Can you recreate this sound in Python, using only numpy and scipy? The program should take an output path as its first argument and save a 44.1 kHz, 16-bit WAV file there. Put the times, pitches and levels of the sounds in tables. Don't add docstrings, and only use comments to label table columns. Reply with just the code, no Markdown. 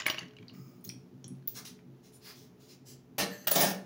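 import sys
import numpy as np
from scipy import signal
from scipy.fft import rfft, irfft
from scipy.io import wavfile
from scipy.ndimage import uniform_filter1d

SR = 44100
rng = np.random.default_rng(int(sys.argv[2]) if len(sys.argv) > 2 else 0)


def gain_from_db(level_db):
    decades = np.asarray(level_db, float) / 20
    return 10 ** decades


def persist_wave(psi):
    counts = np.round(np.clip(psi, -1, 1) * 32767).astype(np.int16)
    wavfile.write(sys.argv[1], SR, np.atleast_2d(counts).T)


N = 169785
TIME = np.arange(N) / SR

# (time [s], peak level [dB], pitch [Hz])
ICE_KNOCKS = [(0.0014, -31.5, 1990), (0.0203, -30.5, 2880), (0.058, -26.5, 2810), (0.0642, -13, 2250),
              (0.0821, -18, 2080), (0.0992, -12, 2936), (0.105, -27, 3600), (0.1107, -25, 3070),
              (0.1448, -24, 1800), (0.1754, -37, 2650), (0.181, -33, 1790), (0.183, -23.5, 2900),
              (0.1904, -29.5, 4550), (0.209, -35, 2020), (0.232, -36, 1910), (0.261, -47.5, 3000),
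              (0.283, -48.5, 4050), (0.3087, -50, 3100), (0.335, -47.5, 1460), (0.3668, -43.5, 2960),
              (0.386, -43, 2400), (0.427, -45.5, 2340), (0.496, -44, 2840), (0.549, -50.5, 2140)]
# (time [s], level [dB], modes (frequency [Hz], level [dB], T60 [s]))
SPOON_STRIKES = [
    (0.0656, -39.5, [(7300, -10, 0.03), (8100, -1.5, 0.044), (10000, -1.5, 0.13), (11800, -2.5, 0.035), (15200, -0.5, 0.019)]),
    (0.099, -39.5, [(5740, 5, 0.07), (11550, -5.5, 0.031), (15000, -2, 0.052)]),
    (2.14, -51.5, [(5330, -7, 0.056), (9600, -1.5, 0.1), (9880, -3, 0.064)]),
    (3.511, -28.5, [(10790, 3.5, 0.15), (11700, -2, 0.031)]),
]
# (frequency [Hz], level [dB], T60 [s])
MUG_MODES = [(340, -18.5, 0.027), (626, -20, 0.072), (1125, -27, 0.19), (2410, -42.5, 0.093),
             (2775, -15, 0.027)]
# (time [s], level [dB])
SLOSH_LEVEL = [
    (0, -38.5),
    (0.058, -64),
    (.07, -36),
    (.11, -43),
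    (.15, -56),
    (0.231, -54.5),
    (0.26, -86),
    (.4, -77),
    (.6, -71),
]
# (time [s], peak level [dB], low ring [Hz], high ring [Hz], high ring level [dB])
TICK_EVENTS = [(0.001, -33.5, 6930, 4850, -6), (0.191, -49.5, 11000, 9100, -9),
               (0.219, -53, 6000, 8300, -7), (0.68, -62, 6630, 3000, -6), (0.81, -60, 9700, 11000, -8),
               (0.842, -41, 11800, 14500, -3), (.849, -42.5, 6500, 15600, 2),
               (0.868, -59, 12500, 14500, -1), (0.877, -50, 4400, 13000, -10),
               (1.069, -80, 11000, 12900, -2), (1.351, -65.5, 2500, 4500, -2.5),
               (1.425, -62.5, 1590, 3980, 0.5), (2.135, -63.5, 7400, 3500, 1.5),
               (.891, -32, 5520, 8950, -5), (0.898, -43, 2620, 3050, 1), (1.243, -44, 3780, 6410, 6),
               (1.28, -39.5, 9040, 9940, -4.5), (1.474, -44, 3960, 15700, 18),
               (1.478, -43.5, 5250, 15000, 18.5), (1.654, -46.5, 3000, 5900, 5),
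               (1.79, -52.5, 2490, 1580, -8), (.482, -48, 4350, 4370, 1.5)]
# (time [s], peak level [dB], low ring [Hz], high ring [Hz], high ring level [dB])
SPOON_LANDINGS = [
    (3.183, -29, 4500, 12000, -2),
    (3.473, -30, 1850, 14800, 2),
    (3.511, -30, 11200, 15100, 6),
]
# (start [s], length [s], level [dB], brightest frequency [Hz], share spent rising [1])
SLIPPER_STROKES = [(0.835, 0.08, -59, 15000, 0.24), (0.842, 0.034, -61.5, 5000, 0.15),
                   (1.475, 0.07, -59, 9300, 0.069), (1.536, 0.079, -48, 5800, 0.5),
                   (1.543, 0.082, -53, 1520, 0.4), (1.647, 0.073, -49.5, 6000, 0.082),
                   (2.021, 0.11, -66.5, 6360, 0.3), (2.115, 0.093, -64.5, 9250, 0.28),
                   (2.199, 0.15, -53.5, 4900, 0.65), (2.228, 0.11, -58, 1920, 0.48),
                   (2.342, .16, -62, 5670, 0.13), (2.587, 0.18, -66.5, 5560, 0.17),
                   (2.671, 0.098, -59, 5600, 0.4), (2.846, 0.12, -55.5, 7640, 0.4)]
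# (start [s], length [s], level [dB], bass level [dB], sheen level [dB])
SINK_RATTLES = [
    (3.181, 0.013, -30, -11.5, -12),
    (3.198, 0.036, -34.5, -3.5, -25),
    (3.47, 0.013, -30, -22, -3),
    (3.512, 0.0093, -34, -15, 0),
    (3.531, 0.037, -37.5, -12, -11),
    (3.554, 0.046, -30.5, -9, -7),
    (3.604, 0.024, -30, -9.5, -6),
    (3.631, 0.035, -31.5, -10, -12),
    (3.67, 0.046, -41, -6, -10),
]
# (frequency [Hz], level [dB])
BASIN_MODES = [(130, -39), (189, 0.5), (271, -3.5), (369, 1), (430, 2), (485, 4), (588, 8.5), (706, 4.5),
               (855, 5), (1850, 7.5), (2300, 2), (4650, -15), (5770, -1), (6480, 4)]
# (frequency [Hz], density [dB per Hz])
CLATTER_SPECTRUM = [(59, -63), (100, -40), (182, -5), (416, -23), (592, -1.5), (1220, -14.5), (1880, -14),
                    (8700, -15.5), (14000, -26.5)]
# (frequency [Hz], level [dB], T60 [s])
SHEEN_MODES = [(15000, 0, .008), (15550, -1, .008)]
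# (time [s], peak level [dB], frequency [Hz], T60 [s])
BASIN_THUDS = [
    (3.191, -37, 590, 0.24),
    (3.205, -40, 200, 0.17),
    (3.555, -28.5, 590, .2),
    (3.56, -29, 275, .12),
    (3.565, -38, 710, .15),
    (3.607, -35, 600, 0.11),
    (3.615, -33, 810, 0.17),
    (3.64, -36, 720, .1),
    (3.658, -29.5, 188, 0.32),
]
# (time [s], level [dB])
SLIDE_LEVEL = [
    (3.27, -83),
    (3.31, -55),
    (3.335, -50),
    (3.37, -58.5),
    (3.412, -61),
    (3.449, -57),
    (3.469, -77),
]
# (frequency [Hz], width [Hz], level [dB])
STEEL_BANDS = [(1820, 36, 1), (2700, 37, -12), (3050, 68, -6), (4370, 77, -2.5), (6240, 69, -6),
               (7640, 100, -6), (8830, 250, -13), (10300, 29, -17.5), (11000, 100, -17), (12200, 230, -10),
               (14300, 41, -9.5), (15200, 47, -17)]
# (start [s], length [s], level [dB])
MAT_DRAG = (0.532, 0.37, -64.5)
# (frequency [Hz], level [dB], T60 [s])
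MAT_MODES = [(1238, 9, 0.036), (2260, 4, 0.0069), (5120, 2, 0.0063), (6550, -1.5, 0.0028),
             (15000, -8, 0.0036)]
# (frequency [Hz], density [dB per Hz])
AIR_SPECTRUM = [(25, -14), (70, -6.5), (450, -13.5), (600, -14), (1500, -25.5), (6000, -35.5),
                (9000, -41.5), (16000, -43)]
# (frequency [Hz], level [dB])
FRIDGE_LINES = [(360, -69.5), (426, -67)]
# (time [s], peak level [dB])
FLOOR_THUMPS = [(0.208, -41.5), (0.392, -45.5), (0.507, -41.5), (0.57, -45.5), (0.654, -48), (0.748, -47),
                (0.848, -37), (0.917, -42.5), (1.018, -49.5), (1.119, -44.5), (1.241, -44), (1.297, -41.5),
                (1.389, -59), (1.528, -51), (1.598, -50), (1.699, -53), (1.773, -62), (1.855, -47.5),
                (2.121, -62), (2.367, -50), (2.468, -64), (2.578, -61), (2.721, -63), (2.799, -54),
                (2.88, -51), (2.959, -71), (3.103, -46.5)]
# (frequency [Hz], level [dB], T60 [s])
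BOOM_MODES = [(134.8, -9, 0.41), (185.4, -4, 0.11), (244, -4, 0.1), (300, -8.5, 0.025)]
# (frequency [Hz], T60 [s])
ROOM_DECAY = [(250, 0.54), (1000, 0.37), (4000, 0.27), (12000, 0.17)]
# (frequency [Hz], width [Hz], level [dB])
MIC_BUMPS = [(6450, 900, 1), (8250, 1000, -6.5), (12500, 9000, 2), (15200, 1100, 6.5)]


def colour(x, table):
    f = np.maximum(np.arange(len(x) // 2 + 1) * SR / len(x), 1)
    hz, db = np.array(table).T
    return irfft(rfft(x) * gain_from_db(np.interp(np.log(f), np.log(hz), db)), len(x))


def unit(x):
    return x / np.sqrt(np.mean(x ** 2))


def ring(x, modes):
    out = 0
    for hz, db, t60 in modes:
        pole = np.exp((2j * np.pi * hz - np.log(1000) / max(t60, 0.002)) / SR)
        out = out + gain_from_db(db) * signal.lfilter([1], [1, -pole], x).imag
    return out


def add(out, s, x):
    i = max(int(s * SR), 0)
    out[i:i + len(x)] += x[:N - i]


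def walk(rate):
    k = int(SR / rate)
    steps = np.repeat(rng.standard_normal(N // k + 1), k)
    return unit(uniform_filter1d(uniform_filter1d(steps, k), k)[:N])


def contour(points):
    s, db = np.array(points).T
    return gain_from_db(np.interp(TIME, s, db, left=-120, right=-120))


def late(s):
    return np.maximum(TIME - s, 0)


def grit(db, size=N):
    return unit(rng.standard_normal(size) * gain_from_db(db * rng.exponential(size=size)))


def crack(decay_s=0.0028):
    t = np.arange(2048) / SR
    return rng.standard_normal(len(t)) * np.exp(-t / decay_s)


def patchy(x):
    edges = 1000 * 2 ** np.arange(0, 4.1, 0.25)
    band = np.searchsorted(edges, np.arange(N // 2 + 1) * SR / N)
    spectrum = rfft(x)
    out = 0
    for k in range(len(edges) + 1):
        out = out + irfft(spectrum * (band == k), N) * gain_from_db(2.5 * walk(35))
    return unit(out)


def ice():
    out, size, t60 = np.zeros(N), 8192, 0.013
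    push = uniform_filter1d(np.eye(1, size, 4)[0], size=5)
    for s, db, hz in ICE_KNOCKS:
        rough = push + gain_from_db(-14.5) * np.pad(crack(), (0, size - 2048))
        cube = ring(rough, [(hz, 0, t60), (hz * 1.33, -4, t60 / 2)])
        hit = cube + ring(push, MUG_MODES)
        add(hit, 0, gain_from_db(-14.5) * colour(crack(), [(300, 1.5), (2500, 8), (6000, 9), (9000, -24)]))
        add(out, s, gain_from_db(db - 7.5) * hit)
    for s, db, modes in SPOON_STRIKES:
        flutter_db = 3.4 * walk(120)[:size]
        add(out, s, gain_from_db(db + flutter_db) * ring(np.eye(1, size)[0], modes))
    return out


def slosh():
    out, t = np.zeros(N), np.arange(512) / SR
    count, per_s, cycles = 2000, 3000, 5
    onset = np.sin(np.pi * (t / t[-1]) ** 0.3)
    for _ in range(count):
        hz = np.clip(2600 * np.exp(0.5 * rng.standard_normal()), 300, 7000)
        bubble = np.sin(2 * np.pi * hz * t) * np.exp(-t * hz / cycles) * onset
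        add(out, rng.random() * count / per_s, gain_from_db(3 * rng.exponential()) * bubble)
    return out / np.std(out[:SR // 2]) * contour(SLOSH_LEVEL)


def slide():
    sing = 0
    for hz, width, db in STEEL_BANDS:
        mode = [(hz, 0, 2.2 / (width * 8))]
        sing = sing + gain_from_db(db) * unit(ring(ring(grit(1), mode), mode))
    return patchy(sing) * contour(SLIDE_LEVEL)


def sink():
    chatter, load, sheen, thud = np.zeros((4, N))
    for s, length, db, bass_db, sheen_db in SINK_RATTLES:
        gate = np.clip((TIME - s) / 0.0015, 0, 1) * np.exp(-late(s + length) / 0.0085)
        chatter += gain_from_db(db) * gate
        load += gain_from_db(db + bass_db) * gate
        sheen += gain_from_db(db + sheen_db) * gate
    for s, db, hz, t60 in BASIN_THUDS:
        rise = np.minimum(late(s) / 0.016, 1)
        thud += gain_from_db(db - 60 * late(s) / t60) * rise * np.sin(2 * np.pi * hz * TIME)
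    contact = grit(-0.5) * gain_from_db(1.6 * walk(150))
    basin = [(hz, db, 0.13 * min(1, (300 / hz) ** 0.61)) for hz, db in BASIN_MODES]
    clatter = patchy(colour(contact, CLATTER_SPECTRUM)) * chatter
    bright = sheen * unit(ring(np.diff(contact, 2, append=[0, 0]), SHEEN_MODES))
    bass = ring(contact * load, basin) / np.std(ring(contact, basin))
    return thud + clatter + bright + bass


def ticks():
    out, cycles = np.zeros(N), 8
    for s, db, low_hz, high_hz, high_db in TICK_EVENTS + SPOON_LANDINGS:
        hit = gain_from_db(-36) * np.diff(crack(), 2, append=[0, 0])
        push = crack() * np.exp(-np.arange(2048) / SR / 0.0022)
        for hz, part_db in (low_hz, 0), (high_hz, high_db):
            mode = [(hz, 0, cycles / hz)]
            steep = ring(ring(push, mode), mode)
            hit = hit + gain_from_db(part_db) * steep / np.abs(steep).max()
        add(out, s, gain_from_db(db) * hit)
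    return out


def shuffle():
    out, size = np.zeros(N), 16384
    w = 2 ** 1.2
    for s, length, db, hz, rise in SLIPPER_STROKES:
        u = np.arange(size) / SR / length
        rise = np.clip(rise, 0.03, 0.95)
        ramp = np.clip(np.minimum(u / rise, (1 - u) / (1 - rise)), 0, 1)
        shape = np.sin(np.pi / 2 * ramp) ** 1.41
        uneven = np.c_[400 * np.arange(1, 41), 2.5 * rng.standard_normal(40)]
        brush = colour(grit(2, size), uneven)
        brush = colour(brush, [(hz / w ** 3, -22), (hz / w, -5), (hz, 0), (hz * 2, -12)])
        add(out, s, gain_from_db(db) * shape * unit(brush))
    return out


def drag():
    s, length, db = MAT_DRAG
    u = np.clip((TIME - s) / length, 0, 1)
    return gain_from_db(db) * np.sin(np.pi * u ** 0.29) * unit(ring(np.diff(grit(1.1), append=0), MAT_MODES))


def kitchen():
    air = gain_from_db(0.8 * walk(12)) * colour(rng.standard_normal(N), AIR_SPECTRUM)
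    hum = 0
    for hz, db in FRIDGE_LINES:
        hum = hum + gain_from_db(db) * unit(ring(rng.standard_normal(N), [(hz, 0, 0.3)]))
    load = np.full(N, gain_from_db(-61))
    for s, db in FLOOR_THUMPS:
        u = late(s) / 0.017
        load += gain_from_db(db - 9) * u * np.exp(1 - u)
    x = rng.standard_normal(N)
    boom = ring(x * load, BOOM_MODES) / np.std(ring(x, BOOM_MODES))
    boom = colour(boom, [(70, -19.5), (110, 2.5), (350, 3), (700, -24)])
    return gain_from_db(-65.5) * unit(air) + hum + boom


def room(x, wet_db):
    t = np.arange(SR // 2) / SR
    tail = 0
    for hz, t60 in ROOM_DECAY:
        limits = [hz / 2, min(hz * 2, 20000)]
        sos = signal.butter(1, limits, "band", fs=SR, output="sos")
        tail = tail + signal.sosfilt(sos, rng.standard_normal(len(t))) * gain_from_db(-60 * t / t60)
    tail = tail * np.minimum(t / 0.002, 1)
    tail = tail / np.sqrt(np.sum(tail ** 2))
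    return x + gain_from_db(wet_db) * signal.fftconvolve(x, tail)[:N]


def scene():
    mix = room(ice() + slosh(), -10)
    mix = mix + room(sink() + slide(), -4)
    mix = mix + room(ticks(), -5)
    mix = mix + room(shuffle(), -3)
    return (mix + drag() + kitchen())[None]


def low_pass(x):
    return signal.sosfilt(signal.butter(12, 16990, fs=SR, output="sos"), x)


def record(dry):
    f = np.arange(N // 2 + 1) * SR / N
    bumps_db = sum(db * np.exp(-((f - hz) / width) ** 2) for hz, width, db in MIC_BUMPS)
    x = irfft(rfft(dry) * gain_from_db(bumps_db), N)
    x = signal.sosfilt(signal.butter(2, 80, "high", fs=SR, output="sos"), x)
    x = signal.sosfilt(signal.ellip(10, 0.2, 45, 15780, fs=SR, output="sos"), x)
    return low_pass(x)


dry = scene()
out = record(dry)
persist_wave(out)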